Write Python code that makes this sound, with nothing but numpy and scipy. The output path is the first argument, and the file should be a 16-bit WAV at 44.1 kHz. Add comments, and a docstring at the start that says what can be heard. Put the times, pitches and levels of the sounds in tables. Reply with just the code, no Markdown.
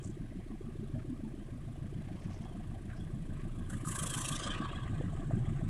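"""A deep throb with a chug on every engine cycle: a far-off diesel locomotive pulls cars, slowly nearing.
The throb is a cosine at half the firing rate of eight cylinders; short pressure pulses make the uneven chug.
Chopped noise makes a rasping hiss that flares in three close spurts and grows duller and smoother late on.
Resonant noise gives the clatter, decaying sines the knocks and thumps, narrow noise the scrapes in the bend.
Shaped steady noise gives the rumble of the cars and the hush of open country."""
import sys
import numpy as np
from scipy import signal
from scipy.fft import rfft, irfft
from scipy.io import wavfile
from scipy.ndimage import uniform_filter1d

SR = 44100
rng = np.random.default_rng(int(sys.argv[2]) if len(sys.argv) > 2 else 0)


def wrap_up_sound(samples):
    """Save the sound to the file named by the first command line argument, as 16-bit audio."""
    columns = np.atleast_2d(samples).T
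    # keep every value between -1 and 1, then stretch to whole-number steps
    tamed = np.clip(columns, -1, 1)
    steps = np.round(tamed * 32767).astype(np.int16)
    wavfile.write(sys.argv[1], SR, steps)


N = 250929
T = np.arange(N) / SR  # time in seconds

CYCLE_HZ = 6.8225  # engine cycles per second
EDGE_HZ = 15600  # upper limit of the whole sound

# Exhaust as it carries over the fields, before trim. Each row: time in seconds, boom in dB, bark in dB.
EXHAUST_LEVELS = [(0, -41.5, -47), (0.4, -50.5, -48.5), (0.95, -42, -46.5), (1.25, -50, -45.0),
                  (1.6, -45, -52.5), (2.0, -41, -49), (2.45, -45.0, -51.0), (3.2, -42.5, -49.5),
                  (3.5, -41.5, -49), (3.8, -40, -46.5), (4.05, -41.5, -48.5), (4.6, -40.5, -44.5),
                  (4.78, -40.5, -50), (5.0, -36.5, -44.5), (5.15, -40.5, -48.5), (5.35, -35.5, -43),
                  (5.69, -35.5, -48)]
# Level of the throb before trim. 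Each row: time in seconds, level in dB.
THROB_LEVELS = [(0, -51), (0.5, -46), (1.4, -50), (2.3, -51), (2.65, -48), (3.6, -43), (3.95, -49.5),
                (5.15, -43.5), (5.69, -41)]
# Exhaust puffs of one engine cycle. Each row: place in the cycle (0-1), pitch in Hz,
# standard deviation of the envelope in seconds, level in dB relative to the boom or bark.
EXHAUST_PUFFS = [(0.408, 129.5, 0.0049, 9.5), (0.443, 227, 0.0019, 17), (0.513, 275, 0.0054, 6.5),
                 (0.561, 157, 0.018, 1.5), (0.628, 211.2, 0.018, 10), (0.663, 99.8, 0.019, 1.5),
                 (0.697, 314.3, 0.0053, 9), (0.78, 784, 0.012, -22.5), (0.97, 136.5, 0.018, 3.5),
                 (0.986, 218, 0.011, -7), (0.173, 98, 0.006, 0), (.17, 310, 0.0028, 11.5),
                 (0.252, 580, 0.003, -6)]
# Drone of the exhaust, smeared by the hills; each resonance is passed twice.
# Each row: centre in Hz, width of one pass in Hz, relative level in dB.
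BOOM_RESONANCES = [(99, 27.5, 2.5), (131.6, 49, -0.5), (151, 26, -4.5)]
BARK_RESONANCES = [(224, 18.3, -0.5), (295.6, 40, -8), (341.3, 78, -9.5)]
# Share of exhaust power smeared by echoes, greatest while trees hide the locomotive
SMEAR_OPEN, SMEAR_HIDDEN = 0.17, 0.35
HIDDEN_MIDDLE_S, HIDDEN_LENGTH_S = 3.23, 2.4

# Spectra of the hollow rasp and the fizz. Each row: frequency in Hz, relative level in dB.
LOW_RASP_SPECTRUM = [(600, -7.5), (880, -19), (1010, -6.5), (1130, -1), (1260, -6), (1400, -18.5),
                     (1540, -6), (1680, -6.5), (1800, -10.5), (1930, -11), (2150, -18.5), (2700, -18.5)]
HIGH_RASP_SPECTRUM = [(1700, -17), (2150, -36), (2400, -4), (2650, -3), (2850, -5.5), (3200, 6), (3550, -2),
                      (4000, -8), (4700, -16.5), (6000, -9), (9000, -13)]
FIZZ_SPECTRUM = [(3500, -17), (5000, -17.5), (6200, -10), (7200, -3.5), (7900, 0), (9000, -2.5),
                 (10200, -1.5), (11200, -9.5), (12500, -21), (15500, -32)]
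# Spurts of hiss. Each row: start in seconds, length in seconds, fizz in dB, low rasp in dB.
HISS_SPURTS = [(3.672, 0.036, -53.5, -41), (3.838, 0.46, -44.5, -47), (4.361, 0.12, -54, -49)]
HIGH_RASP_SPURT_DB = 0.5  # high rasp relative to low rasp in a spurt
# How each part follows a spurt. The row: attack in seconds, hang-on as a share of the spurt's length,
# release in dB per second.
FIZZ_ENVELOPE = (0.044, 0.03, 96)
LOW_RASP_ENVELOPE = (0.12, 0.71, 41)
HIGH_RASP_ENVELOPE = (0.46, 0.43, 41.5)
# The steady hiss swells for a while late on
CARRY_MIDDLE_S, CARRY_LENGTH_S, CARRY_DB = 4.54, 1.52, 5
# The hiss grows duller and smoother late on
DULLING_S, DULLING_TIME_CONSTANT_S = 4.34, 0.067
# Upper edges of the hiss: they sink with time or the dulling, and rise with the force of the fizz
RASP_TOP_HZ, RASP_SINK_HZ_PER_S, RASP_OPEN_HZ = 4840, 196, 3480
FIZZ_TOP_HZ, FIZZ_DULL_HZ, FIZZ_OPEN_HZ = 12500, 8940, 2900
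# Depth of chopping before each layer's own scaling: at first, once dulled, extra in a spurt
CHOP_DB, CHOP_DULL_DB, CHOP_SPURT_DB = 3.5, 1.9, 1.43

# Spectrum of the running gear's rattle. Each row: frequency in Hz, relative level in dB.
CLATTER_SPECTRUM = [(300, -2), (430, 2.5), (520, -0.5), (640, 4.5), (770, 3), (900, -7.5), (1200, -44)]
# Louder grinding in the bend. Each row: middle in seconds, length in seconds, rise in dB.
BEND_GRINDS = [(2.51, 0.61, 6), (5.1, 1.27, 8)]
# Resonance of the running gear: centre, rms wander, and rise in pitch with the grinding
CLATTER_HZ, CLATTER_WANDER_HZ, CLATTER_RISE_HZ_PER_DB = 632, 29, 10.5
# Knocks, and late louder exhaust thumps. Each row: start in seconds, level in dB, pitch in Hz,
# time to decay by 60 dB in seconds.
KNOCKS_AND_THUMPS = [(.953, -50, 636, 0.26), (1.249, -58, 884, 0.091), (2.085, -54, 764, 0.14),
                     (2.455, -49, 760, 0.077), (2.742, -54, 766, 0.14), (3.703, -51, 1455, .06),
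                     (3.849, -43, 1240, 0.06), (3.873, -38, 1180, 0.048), (4.656, -30.5, 1090, 0.031),
                     (4.682, -49, 1190, 0.094), (4.731, -39, 1137, 0.043), (4.786, -41, 1124, 0.027),
                     (4.877, -45, 1150, 0.033), (5.01, -36.5, 502, .042), (5.039, -29, 127, 0.049),
                     (5.309, -33.5, 663, 0.033), (5.335, -27, 126, 0.16)]

# Spectra of the cars' rumble and the open air. Each row: frequency in Hz, relative level in dB per Hz.
RUMBLE_SPECTRUM = [(8, -5.5), (25, -0.5), (38, -1), (55, -2.5), (75, -0.5), (95, -3), (200, -15.5),
                   (400, -23.5), (900, -36.5)]
AIR_SPECTRUM = [(400, 12), (1100, -1.5), (2000, 3.5), (4500, -6), (7000, -9), (10000, -7.5), (12500, -18),
                (15500, -20.5)]
AIR_DB = -67
# Soft scrapes as the wheels take the bend. Each row: middle in seconds, length in seconds, level in dB,
# centre in Hz, width of one of two resonator passes in Hz.
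FLANGE_SCRAPES = [(0.063, 0.075, -60.5, 7500, 3200), (0.378, 0.24, -70.5, 1990, 450),
                  (0.99, 0.093, -64.5, 1380, 1200), (2.233, 0.56, -67, 2040, 2000),
                  (2.32, .22, -70.5, 5600, 2400), (2.35, 0.43, -66.5, 990, 396),
                  (2.907, 0.084, -63, 1640, 900), (2.996, 0.07, -72, 5200, 1510),
                  (3.404, 0.072, -62.5, 2050, 1410), (5.53, .3, -66, 1960, 700)]

# Growth of the steady layers as the train nears. The row: level at the start in dB, rise in dB per second.
CLATTER_NEARING = (-67.5, 0.31)
LOW_RASP_NEARING = (-69.5, 1.28)
HIGH_RASP_NEARING = (-78, 0.43)
FIZZ_NEARING = (-80.5, 1.73)
RUMBLE_NEARING = (-51, 0.55)


def amp(db):
    """Logarithmic level: decibels to amplitude gain."""
    return 10 ** (np.asarray(db) / 20)


def evened(x):
    """Power normalisation: scales to an rms of 1."""
    return x / np.sqrt(np.mean(x ** 2) + 1e-20)


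def curves(rows):
    """Linear interpolation: the columns of a time table, one value a sample."""
    s, *columns = np.transpose(rows)
    return [np.interp(T, s, column) for column in columns]


def nearing(start_db, db_per_s):
    """Exponential growth: the gain of a layer rises by equal decibels each second as the train nears."""
    return amp(start_db + db_per_s * T)


def swell(middle_s, length_s):
    """Gaussian envelope: a smooth rise and fall, 0-1."""
    return np.exp(-2 * ((T - middle_s) / length_s) ** 2)


def drift(hz):
    """Low-passed noise: a random variation of rms 1, up to about this rate."""
    f = np.fft.rfftfreq(N, 1 / SR)
    lowpass = np.exp(-(f / hz) ** 2)
    return evened(irfft(rfft(rng.standard_normal(N)) * lowpass, N))


def coloured(x, points):
    """Spectral filtering: shapes a sound by a table of levels, with steep skirts beyond its ends."""
    hz, db = np.transpose(points)
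    f = np.fft.rfftfreq(N, 1 / SR)
    gain = amp(np.interp(np.log(f + 1), np.log(hz), db))
    upper_skirt = 1 / (1 + (f / hz[-1] / 1.3) ** 8)
    lower_skirt = 1 / (1 + (hz[0] / (f + 1) / 1.3) ** 8)
    return evened(irfft(rfft(x) * gain * upper_skirt * lower_skirt, N))


def resonate_twice(x, hz, width):
    """Cascaded resonance: two band-pass resonators in series, of unit gain at the centre."""
    b, a = signal.iirpeak(hz, hz / width, fs=SR)
    return signal.lfilter(b, a, signal.lfilter(b, a, x))


def exhaust():
    """Periodic pressure: a throb at half the firing rate, the chug of puffs, and a drone filling the gaps."""
    boom_db, bark_db = curves(EXHAUST_LEVELS)
    boom_db, bark_db = boom_db + 0.08, bark_db - 2.5  # trim
    throb_db = curves(THROB_LEVELS)[0] + 3.0
    hidden = swell(HIDDEN_MIDDLE_S, HIDDEN_LENGTH_S)
    smear = np.clip(SMEAR_OPEN + (SMEAR_HIDDEN - SMEAR_OPEN) * hidden, 0, 1)
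    beat = 2 * np.pi * (4 * CYCLE_HZ * T + 0.32)
    throb = amp(throb_db) * (np.cos(beat) + amp(-23.5) * np.cos(3 * beat))
    chug = puffs(boom_db, bark_db, vary_db=2.0, pitch_spread=0.085, jitter_s=0.0015, glide_per_s=0.64)
    echo = amp(boom_db - 1.2) * drone(BOOM_RESONANCES) + amp(bark_db) * drone(BARK_RESONANCES)
    # square roots share out the power
    return throb + np.sqrt(1 - smear) * chug + np.sqrt(smear) * echo


def puffs(boom_db, bark_db, vary_db, pitch_spread, jitter_s, glide_per_s):
    """Pulse excitation: each puff is a rounded burst of rising pressure swings, varying every engine cycle."""
    out = np.zeros(N)
    for place, hz, deviation_s, db in EXHAUST_PUFFS:
        turns = T * CYCLE_HZ - place + 1.5  # each puff is centred half-way between whole turns
        cycle = np.maximum(turns.astype(int), 0)
        chances = rng.standard_normal((round(N / SR * CYCLE_HZ) + 2, 3))
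        strong, sharp, late = chances[cycle].T
        age = (turns % 1 - 0.5) / CYCLE_HZ - jitter_s * late
        pitch = hz * (1 + pitch_spread * sharp)
        swings = np.cos(2 * np.pi * pitch * age * (1 + glide_per_s * age))
        envelope = np.exp(-0.5 * (age / deviation_s) ** 2)
        carried_db = boom_db if hz < 190 else bark_db
        out += amp(carried_db + db + vary_db * strong) * envelope * swings
    return out


def drone(resonances):
    """Noise-driven resonance: turbulence rings in the stack, and little gets out between the resonances."""
    turbulence = rng.standard_normal(N)
    ring = sum(amp(db) * resonate_twice(turbulence, hz, width) for hz, width, db in resonances)
    return evened(ring)


def hiss():
    """Modulated turbulence: air chopped by the engine; in a spurt the fizz leads and the rasp lingers."""
    carry = amp(CARRY_DB * swell(CARRY_MIDDLE_S, CARRY_LENGTH_S))
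    low_gain = carry * nearing(*LOW_RASP_NEARING)
    high_gain = carry * nearing(*HIGH_RASP_NEARING)
    fizz_gain = carry * nearing(*FIZZ_NEARING)
    for s, length, fizz_db, rasp_db in HISS_SPURTS:  # hypot adds powers
        low_gain = np.hypot(low_gain, amp(rasp_db) * spurt(s, length, *LOW_RASP_ENVELOPE))
        high_spurt = amp(rasp_db + HIGH_RASP_SPURT_DB) * spurt(s, length, *HIGH_RASP_ENVELOPE)
        high_gain = np.hypot(high_gain, high_spurt)
        fizz_gain = np.hypot(fizz_gain, amp(fizz_db) * spurt(s, length, *FIZZ_ENVELOPE))

    force = fizz_gain / fizz_gain.max()
    dulled = (1 + np.tanh((T - DULLING_S) / DULLING_TIME_CONSTANT_S)) / 2  # 0 before it dulls, 1 after
    chop_db = CHOP_DB + (CHOP_DULL_DB - CHOP_DB) * dulled
    chop_db += CHOP_SPURT_DB * low_gain / low_gain.max()
    rasp = chopped(0.53 * chop_db, spit_share=0.21, spits_per_s=130)
    spray = chopped(1.29 * chop_db, spit_share=0.45, spits_per_s=290)

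    rasp_top = RASP_TOP_HZ - RASP_SINK_HZ_PER_S * T + RASP_OPEN_HZ * np.tanh(2 * force)
    fizz_top = FIZZ_TOP_HZ + (FIZZ_DULL_HZ - FIZZ_TOP_HZ) * dulled + FIZZ_OPEN_HZ * force ** 2
    low = coloured(rasp, LOW_RASP_SPECTRUM)
    low = wavering(low, patchy_db=4.0, patch_hz=260, patch_s=0.041)
    high = coloured(spray, HIGH_RASP_SPECTRUM)
    high = wavering(high, patchy_db=6.5, patch_hz=298.7, patch_s=0.035, top_hz=rasp_top)
    fizz = coloured(spray, FIZZ_SPECTRUM)
    fizz = wavering(fizz, patchy_db=1.5, patch_hz=400, patch_s=0.0083, top_hz=fizz_top)
    return low_gain * low + high_gain * high + fizz_gain * fizz


def spurt(start, length, attack_s, hang_share, release_db_per_s):
    """Attack and release: builds while the spurt lasts, hangs on, then decays exponentially; 0-1."""
    age = T - start
    rise = np.sin(np.pi / 2 * np.clip(np.minimum(age, length) / attack_s, 0, 1)) ** 2
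    released_s = np.maximum(age - length * (1 + hang_share), 0)
    return rise * amp(-release_db_per_s * released_s)


def chopped(swing_db, spit_share, spits_per_s):
    """Amplitude modulation: spitting noise swells four times an engine cycle, between the throbs."""
    beat = np.cos(2 * np.pi * (4 * CYCLE_HZ * T - 0.07))
    share = np.clip(spit_share, 0, 1)
    spits = crackle(spits_per_s, vary_db=4.5, ring_s=0.0058)
    gain = amp(swing_db * np.tanh(1.22 * beat)) * (1 - share + share * spits)
    gain /= np.sqrt(uniform_filter1d(gain ** 2, round(SR / CYCLE_HZ)))  # even power over a cycle
    return gain * rng.standard_normal(N)


def crackle(per_s, vary_db, ring_s):
    """Shot noise: an envelope of random impulses, each with a sudden start and an exponential decay."""
    strengths = amp(vary_db * np.clip(rng.standard_normal(N), -2, 2))
    spits = (rng.random(N) < per_s / SR) * strengths
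    return evened(signal.lfilter([1], [1, -np.exp(-1 / (ring_s * SR))], spits))


def wavering(x, patchy_db, patch_hz, patch_s, top_hz=EDGE_HZ):
    """Random spectral shading: patches of noise swell and fade, below an upper edge that may move."""
    hz, s, z = signal.stft(x, SR, nperseg=512, noverlap=384)
    bins, frames = max(1, round(patch_hz / hz[1])), max(1, round(patch_s / s[1]))
    patches = uniform_filter1d(rng.standard_normal(z.shape), bins, 0)
    patches = evened(uniform_filter1d(patches, frames, 1))
    top = np.interp(s, T, top_hz * np.ones(N))
    shade = 1 / np.sqrt(1 + (hz[:, None] / top) ** 20)
    shaped = z * shade * amp(patchy_db * patches)
    return evened(signal.istft(shaped, SR, nperseg=512, noverlap=384)[1][:N])


def clatter_and_knocks():
    """Forced and free vibration: running gear clatters in a wandering resonance; knocks and thumps decay."""
    grind_db = sum(db * swell(s, length) for s, length, db in BEND_GRINDS)
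    ring_hz = CLATTER_HZ + CLATTER_RISE_HZ_PER_DB * grind_db + CLATTER_WANDER_HZ * drift(2.6)
    # a resonance that moves: shift to 0 Hz, low-pass, shift back
    turn = np.exp(2j * np.pi * np.cumsum(ring_hz) / SR)
    r = np.exp(-np.pi * 170 / SR)  # bandwidth 170 Hz
    rattle = chopped(1.7, spit_share=0.78, spits_per_s=70)
    rattle = (turn * signal.lfilter([1 - r], [1, -r], rattle / turn)).real
    out = nearing(*CLATTER_NEARING) * amp(grind_db) * coloured(rattle, CLATTER_SPECTRUM)
    for s, db, hz, t60 in KNOCKS_AND_THUMPS:
        age = np.maximum(T - s, 0)
        blow = (1 - np.exp(-age / 0.00039)) * amp(db - 60 * age / t60)
        phase = 2 * np.pi * hz * age + 0.49 * drift(130)  # random phase roughens the tone
        out += blow * np.sqrt(2) * np.sin(phase)
    return out


def air():
    """Stationary noise: the cars' far rumble wavers and slowly grows; the hush of the fields stays even."""
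    rumble = coloured(rng.standard_normal(N), RUMBLE_SPECTRUM)
    rumble = nearing(*RUMBLE_NEARING) * amp(drift(1.8)) * rumble
    hush = amp(AIR_DB) * coloured(rng.standard_normal(N), AIR_SPECTRUM)
    return rumble + hush


def scrapes():
    """Friction noise: flanges brush the rail in short swells of narrow, grainy noise."""
    out = np.zeros(N)
    for s, length, db, hz, width in FLANGE_SCRAPES:
        grains = chopped(1.6, spit_share=1.0, spits_per_s=260)
        rub = evened(resonate_twice(grains, hz, width))
        out += amp(db) * swell(s, length) * rub
    return signal.sosfilt(signal.butter(6, 9500, fs=SR, output="sos"), out)


def scene():
    """Superposition: everything as it arrives beside the track, in one channel."""
    return (exhaust() + hiss() + clatter_and_knocks() + air() + scrapes())[None]


def record(dry):
    """Band limitation: a symmetric low-pass removes what lies above EDGE_HZ."""
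    lowpass = signal.firwin(511, EDGE_HZ, window=("kaiser", 9), fs=SR)
    return signal.oaconvolve(dry, lowpass[None], "same")


dry = scene()
out = record(dry)
wrap_up_sound(out)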